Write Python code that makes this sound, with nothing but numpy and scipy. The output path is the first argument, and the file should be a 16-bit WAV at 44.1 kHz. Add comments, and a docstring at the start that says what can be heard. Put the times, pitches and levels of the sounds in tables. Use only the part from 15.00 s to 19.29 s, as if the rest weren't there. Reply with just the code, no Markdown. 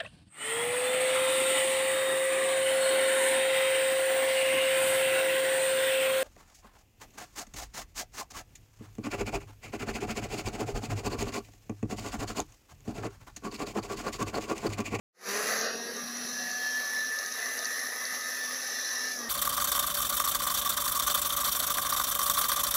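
"""A hand-held round-blade fabric cutter, close by on a cloth-covered table: its brush motor runs up towards
full speed and is switched off. Shaft orders sing as tones over brush, gear and fan noise, which is coloured
by the housing's resonances; now and then the blade ticks, a short metallic ring with a crack.
The sound fades in, and from half a second on a noise suppressor sets in and turns the noise down, band by band."""
import sys
import numpy as np
from scipy import signal
from scipy.io import wavfile
from scipy.ndimage import uniform_filter1d, minimum_filter1d, map_coordinates

SR = 44100
rng = np.random.default_rng(int(sys.argv[2]) if len(sys.argv) > 2 else 0)


def transcribe(signal):
    """Save signal, clipped to [-1, 1], as a 16-bit WAV file at the path in sys.argv[1]."""
    frames = np.atleast_2d(signal).T
    limited = np.clip(frames, -1, 1)
    pcm = np.round(limited * 32767).astype(np.int16)
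    wavfile.write(sys.argv[1], SR, pcm)


def to_linear_factor(level_db):
    """Convert decibel levels (scalar or array-like) to linear amplitude factors."""
    exponent = np.asarray(level_db, float) / 20
    return 10 ** exponent


N = 189144
OFF_S = 4.12  # the motor is switched off


def curves(rows, t=None):
    """One value per sample (or per time t) for each column after the time."""
    times_s, *columns = np.transpose(rows)
    if t is None:
        t = np.arange(N) / SR
    return [np.interp(t, times_s, column) for column in columns]


def along(hz, points):
    """Values of (Hz, value) points, read off along a log frequency axis."""
    point_hz, values = np.transpose(points)
    return np.interp(np.log(hz + 1), np.log(point_hz + 1), values)


def unit(x):
    """Scaled to rms 1."""
    return x / np.sqrt(np.mean(x ** 2) + 1e-20)


def wobble(rate):
    """A smooth random curve, rate knots a second."""
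    knots = rng.standard_normal(int(N * rate / SR) + 4)
    return map_coordinates(knots, [np.arange(N) * rate / SR])


def fall(t, at_s, width_s):
    """Falls smoothly from 1 to 0 around at_s."""
    return .5 - .5 * np.tanh((t - at_s) / (2 * width_s))


# the quick and the slow stage of the run-up: missing_per_s [turns/s lacking at 0 s], time_constant_s [s]
RUN_UP_STAGES = [(51.1, .276), (55.7, .672)]


def speed(t):
    """Armature turns a second, and the top speed it closes in on in two stages; it coasts down after the switch."""
    top_per_s, coast_s = 252.2, 1.85
    powered_s = np.minimum(t, OFF_S)
    missing = sum(lack * np.exp(-powered_s / tau) for lack, tau in RUN_UP_STAGES)
    return (top_per_s - missing) * np.exp(-np.maximum(t - OFF_S, 0) / coast_s), top_per_s


def turns():
    """Angle of the armature in radians, the running sum of its speed."""
    return 2 * np.pi * np.cumsum(speed(np.arange(N) / SR)[0]) / SR


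def rubbing():
    """What shakes the housing: gritty noise pulsing with shaft and mains, and faint orders, clearest early."""
    angle, t = turns(), np.arange(N) / SR
    mains_hz = 50
    pulse = 1 + 0.12 * np.cos(angle) + 0.056 * np.cos(2 * angle + 1)
    pulse = pulse + 0.056 * np.cos(4 * np.pi * mains_hz * t)  # twice per mains cycle
    grit_db = 0.87 * wobble(180) + 0.86 * wobble(14)
    noise = unit(pulse * to_linear_factor(grit_db) * rng.standard_normal(N))
    faint = sum(to_linear_factor(5 * wobble(4)) * np.cos(k * angle + 3 * wobble(5)) for k in range(4, 54))
    faint_db = np.interp(t, [.6, 1.6], [-9, -13])
    return noise + to_linear_factor(faint_db) * unit(faint)


def patches(hz, shape):
    """Random gain in dB over frequency and time, the patchiness of the noise suppressor."""
    def smooth(bins, frames):
        rough = uniform_filter1d(rng.standard_normal(shape), bins, 0)
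        return unit(uniform_filter1d(rough, frames, 1))

    strand_db = along(hz, [(3000, 2.8), (6000, 1.6)])[:, None]
    flicker_db = along(hz, [(9000, 0.19), (12500, 0.0)])[:, None]
    narrow_strands = strand_db * smooth(bins=2, frames=5)
    wide_blotches = .9 * smooth(bins=9, frames=4)
    broad_flicker = flicker_db * smooth(bins=50, frames=2)
    return narrow_strands + wide_blotches + broad_flicker


# where the noise suppressor sets in: pitch_hz [Hz], extra_db [dB, noise level added until then],
# onset_s [s, middle of the change]
SUPPRESSOR_ONSET = [(70, 3, 0.52), (130, 4, .9), (196, 10, 1.76), (333, 5, 0.98), (464, 13.5, 1.01),
                    (540, 11, 0.67), (720, 11, 0.82), (890, 6.5, 0.57), (1350, 9.5, 0.755),
                    (1930, 3.5, 0.714), (2320, 6.5, 0.59), (2680, 5, 0.86), (3250, 3.5, 0.66),
                    (3900, 4, 0.7), (4850, 8, 0.76), (5370, -1.5, 0.69), (7150, 6, 0.674), (8200, 6, 0.52),
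                    (9100, -0.5, 0.54), (11200, 1.5, 0.65)]


def suppressor_onset(hz, t):
    """Extra dB of the untreated noise, and how untreated it is: 1 to 0, each frequency at its own time."""
    extra_db = along(hz, [(f, db) for f, db, s in SUPPRESSOR_ONSET])[:, None]
    onset_s = along(hz, [(f, s) for f, db, s in SUPPRESSOR_ONSET])[:, None]
    return extra_db, fall(t, onset_s, .015)


# slow swells of the noise: start_s [s], all_db [dB, whole noise], hiss_db [dB, weighted by HISS_SHARE]
NOISE_SWELLS = [(.3, 2, -3.5), (.6, 2, -3), (.8, 0, 3), (1.05, 0, 0.5), (1.3, .5, 2.5), (1.6, 0, 3.5),
                (2.05, 0.5, 1), (2.3, 0.5, -1.5), (2.8, 2, -1.5), (3.05, 0.5, -1.5), (3.3, 1.5, 0.5),
                (3.55, 0.5, 2.5), (3.9, -0.5, 4), (4.12, 0.5, 3.5), (4.29, 1.5, 3)]
# how far each pitch follows the hiss swell: pitch_hz [Hz], share [factor on hiss_db]
HISS_SHARE = [(2500, 0.13), (4000, 0.7), (5000, 0.79), (5250, 1.4), (6000, 0.7), (9000, 0.042)]
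# the housing's resonances, low half and high half: pitch_hz [Hz], level_db [relative dB per Hz]
BODY_RESONANCES = [(35, -21.5), (80, -34), (170, -18), (245, -4.5), (320, -12.5), (480, -3.5), (720, -5.5),
                   (950, -11), (1240, -2.5), (1430, -9.5), (1620, -1), (1900, 1.5), (2150, -9),
                   (2600, -9.5), (3000, -16)]
SHELL_RESONANCES = [(3600, -12.5), (3800, -7.5), (4400, -8), (5050, -6.5), (5180, 0), (5400, 0.5),
                    (5950, 4.5), (6350, -1), (6650, -7), (8250, -21.5), (9300, -12.5), (10900, -4),
                    (11800, -8.5), (13900, -27), (15400, -8), (15560, -57)]
# regions of the noise, base drone to fan air: pitch_hz [Hz], top_db [dB],
# slow_db [dB lost per turn/s below top speed], off_db [dB lost at the switch];
# both losses count only once the noise suppressor works
NOISE_REGIONS = [(600, -0.5, 0, -0.5), (1280, 2, 0, 4.5), (1960, 2, 0.28, 5), (4200, 2, 0, 8.5),
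                 (5640, -0.5, 0.44, 0.5), (11100, 1, 0.34, 1)]


def motor_noise():
    """Brushes, gears and fan: rubbing filtered by the housing's resonances, then thinned by a noise suppressor."""
    early_evenness = .4  # share of the patchiness missing before the noise suppressor sets in
    # extra depth of the gaps between resonances once the noise suppressor works, until the switch-off
    hollow_share = 0.32
    hz, t, spectrum = signal.stft(rubbing(), SR, nperseg=1024)
    patch_db = patches(hz, spectrum.shape)
    extra_db, untreated = suppressor_onset(hz, t)
    pulls = fall(t, OFF_S + 0.019, 0.0077)

    colour_db = along(hz, BODY_RESONANCES + SHELL_RESONANCES)[:, None]
    valley_db = colour_db + minimum_filter1d(-colour_db, size=30, axis=0)  # depth below the nearby peak
    hollow_db = hollow_share * valley_db * (1 - untreated) * pulls

    regions = np.array(NOISE_REGIONS)
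    top_db, slow_db, off_db = (along(hz, regions[:, [0, k]])[:, None] for k in (1, 2, 3))
    turns_per_s, top_per_s = speed(t)
    running_db = -slow_db * (top_per_s - turns_per_s) - off_db * (1 - pulls)
    all_db, hiss_db = curves(NOISE_SWELLS, t)
    swell_db = top_db + all_db + np.outer(along(hz, HISS_SHARE), hiss_db)
    swell_db = swell_db + untreated * extra_db + (1 - untreated) * running_db

    gain = to_linear_factor(colour_db + hollow_db + swell_db + (1 - early_evenness * untreated) * patch_db)
    gain = gain / np.sqrt(np.mean(to_linear_factor(2 * colour_db)))
    return to_linear_factor(-37.5) * signal.istft(spectrum * gain, SR, nperseg=1024)[1][:N]


def tone(gain, order, angle):
    """One shaft order: a cosine locked to the armature, slightly unsteady in level and phase."""
    return gain * to_linear_factor(1.5 * wobble(25)) * np.cos(order * angle + .4 * wobble(30))


# gear mesh and its side tones: start_s [s], mesh_db, upper_db, lower_db [dB rms before wavering]
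GEAR_MESH = [(.3, -55, -70, -72), (.45, -47, -70, -72), (.62, -41.5, -70, -75), (.7, -52, -70, -72),
             (.9, -50, -70, -69), (1.15, -56, -70, -70), (1.33, -44.5, -62, -69), (1.38, -38, -53, -64),
             (1.7, -34, -56, -59), (2.2, -36, -57, -51), (2.3, -45, -53, -63), (2.5, -41, -52, -63),
             (2.8, -40.5, -49, -53), (2.93, -44, -48, -54), (3.42, -38, -53, -66), (3.7, -47, -54, -61),
             (3.8, -41.5, -46, -53), (4.08, -37.5, -53, -51), (4.2, -47, -68, -75), (4.29, -58, -70, -75)]


def gear_mesh(angle):
    """The mesh tone at the 7th order, which a slower gear splits into side tones."""
    mesh_db, upper_db, lower_db = curves(GEAR_MESH)
    out = tone(to_linear_factor(mesh_db), 7, angle)
    beat = .41 * angle  # the slower gear
    for offset, side_db in [(1, upper_db), (1.5, upper_db - 3), (-1, lower_db)]:
        side_gain = to_linear_factor(side_db + 4 * wobble(14))
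        out = out + side_gain * np.cos(7 * angle + offset * beat + 1.5 * wobble(25))
    return out


# the other shaft orders, most of them louder in the run-up: order [cycles per turn],
# run_up_db [dB rms before wavering], change_s [s], steady_db [dB rms before wavering]
SHAFT_ORDERS = [(1, -54, 1.43, -60), (2, -47, 0.96, -69), (3, -59.5, 1.2, -63), (5, -60, 0.91, -65),
                (8, -52, 1.1, -73), (9, -49.5, 0.76, -64.5), (11, -62, 1.7, -71), (13, -58, 0.51, -70.5),
                (14, -80, 2.1, -66), (16, -74, 1.2, -71), (19, -64, 1.8, -77), (20, -63, 1.0, -64),
                (24, -58, 0.49, -60), (25, -57, 2.1, -59), (28, -52, 0.8, -68), (29, -47, .62, -63.5),
                (33, -72, 2.8, -79), (39, -73, 1.8, -75), (48, -61, 2.0, -73)]
# single orders flare up: peak_s [s], order [cycles per turn], peak_db [dB rms before wavering],
# length_s [s, between the points at 1/e of the peak]
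ORDER_FLARES = [(.7, 25, -44.5, 0.43), (0.894, 20, -48, 0.051), (0.994, 5, -45, 0.057),
                (1.116, 1, -48, 0.65), (1.12, 25, -59, 0.33), (1.403, 25, -44, 0.26), (1.197, 24, -45, 1),
                (1.36, 11, -66, .2), (1.412, 3, -47, 0.047), (1.55, 19, -52, .15), (1.4, 16, -56, .12),
                (1.59, 3, -51, 0.33), (1.713, 13, -53.5, 0.29), (2.02, 16, -51, 0.16), (2.28, 5, -50, .1),
                (2.45, 8, -41, 0.16), (2.485, 5, -46, 0.054), (2.64, 5, -45.5, 0.078), (2.75, 14, -59, .3),
                (2.8, 8, -46, .15), (2.995, 5, -51, 0.11), (3.065, 8, -44.5, 0.36), (3.303, 8, -48, 0.13),
                (3.35, 5, -49, 0.073), (3.45, 14, -56, 0.32), (3.794, 14, -53, 0.2), (3.9, 24, -48, .2),
                (3.922, 16, -52, 0.64), (4.066, 5, -51.5, 0.057), (4.243, 5, -46.5, 0.12),
                (4.272, 8, -49, .1), (4.27, 1, -46.5, 0.17)]


def shaft_orders(angle):
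    """Multiples of the shaft rate, each gliding from run-up to steady level, with bell-shaped flares on top."""
    t = np.arange(N) / SR
    gains = {}
    for order, run_up_db, change_s, steady_db in SHAFT_ORDERS:
        glide_db = steady_db + (run_up_db - steady_db) * fall(t, change_s, 0.079)
        gains[order] = to_linear_factor(glide_db + 3 * wobble(7.075))
    for peak_s, order, peak_db, length_s in ORDER_FLARES:
        flare = to_linear_factor(peak_db) * np.exp(-(2 * (t - peak_s) / length_s) ** 2)
        gains[order] = np.hypot(gains[order], flare)
    return sum(tone(gain, order, angle) for order, gain in gains.items())


def whine():
    """Gear mesh and shaft orders, sung from one slightly unsteady armature angle."""
    angle = turns() + .007 * wobble(30)
    return np.sqrt(2) * (gear_mesh(angle) + shaft_orders(angle))  # sqrt(2): a tone's rms to its peak


# the clearest blade ticks: start_s [s], level_db [dB, before the ring's own levels and the band filter]
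BLADE_TICKS = [(0.3735, -24), (0.589, -24), (0.6116, -19.5), (0.665, -24), (0.9664, -24), (1.169, -26),
               (1.514, -24), (2.1875, -20.5), (2.261, -24), (2.3227, -21), (2.4582, -23.5), (2.59, -20.5),
               (2.6455, -21.5), (2.654, -15.5), (2.7916, -23), (3.0529, -19.5), (3.21, -21), (3.545, -28),
               (3.7987, -24)]
# what the blade rings with: pitch_hz [Hz], level_db [relative dB, varied at random per tick]
BLADE_RING = [(4500, -13), (5400, -8.5), (5750, -11.5), (6050, -4), (6450, -7)]


def ticks():
    """The blade touches its guide: a short ring and a crack, both kept by the shell to its bright middle band."""
    faint_per_s, faint_db = 2, -28  # extra ticks at random times, up to 4 dB fainter than faint_db
    rise_s, decay_s = .0004, .012  # decay_s: time to fall by 60 dB
    out, t = np.zeros(N + SR), np.arange(SR // 50) / SR
    draws = rng.random((round(faint_per_s * OFF_S), 2))
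    faint_ticks = [(OFF_S * when, faint_db - 4 * size) for when, size in draws]
    for start_s, level_db in BLADE_TICKS + faint_ticks:
        ring = sum(to_linear_factor(ring_db + rng.normal(0, 4)) * np.sin(2 * np.pi * (hz * t + rng.random()))
                   for hz, ring_db in BLADE_RING)
        crack = .8 * rng.standard_normal(len(t))
        envelope = to_linear_factor(level_db - 60 * t / decay_s) * (1 - np.exp(-t / rise_s))
        out[round(start_s * SR):][:len(t)] += envelope * (ring + crack)
    shell = signal.butter(4, [4000, 6600], "bandpass", fs=SR, output="sos")
    return signal.sosfilt(shell, out[:N])


def scene():
    """The cutter: motor noise, whine and blade ticks in one channel."""
    return (motor_noise() + whine() + ticks())[None]


# fade-in: start_s [s], level_db [dB]
FADE_IN = [(.115, -90), (.15, -43), (.22, -22), (.29, -1), (.33, 0)]


def fade_in(dry):
    """Silence up to the first point of the fade, then a quick rise to full level."""
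    sounding = np.arange(N) > FADE_IN[0][0] * SR
    return dry * to_linear_factor(curves(FADE_IN)[0]) * sounding


def low_pass(x):
    """Removes everything above the highest recorded frequency."""
    return signal.sosfilt(signal.butter(12, 15710, fs=SR, output="sos"), x)


def record(dry):
    """The finished mix, faded in."""
    return low_pass(fade_in(dry))


dry = scene()
out = record(dry)
transcribe(out)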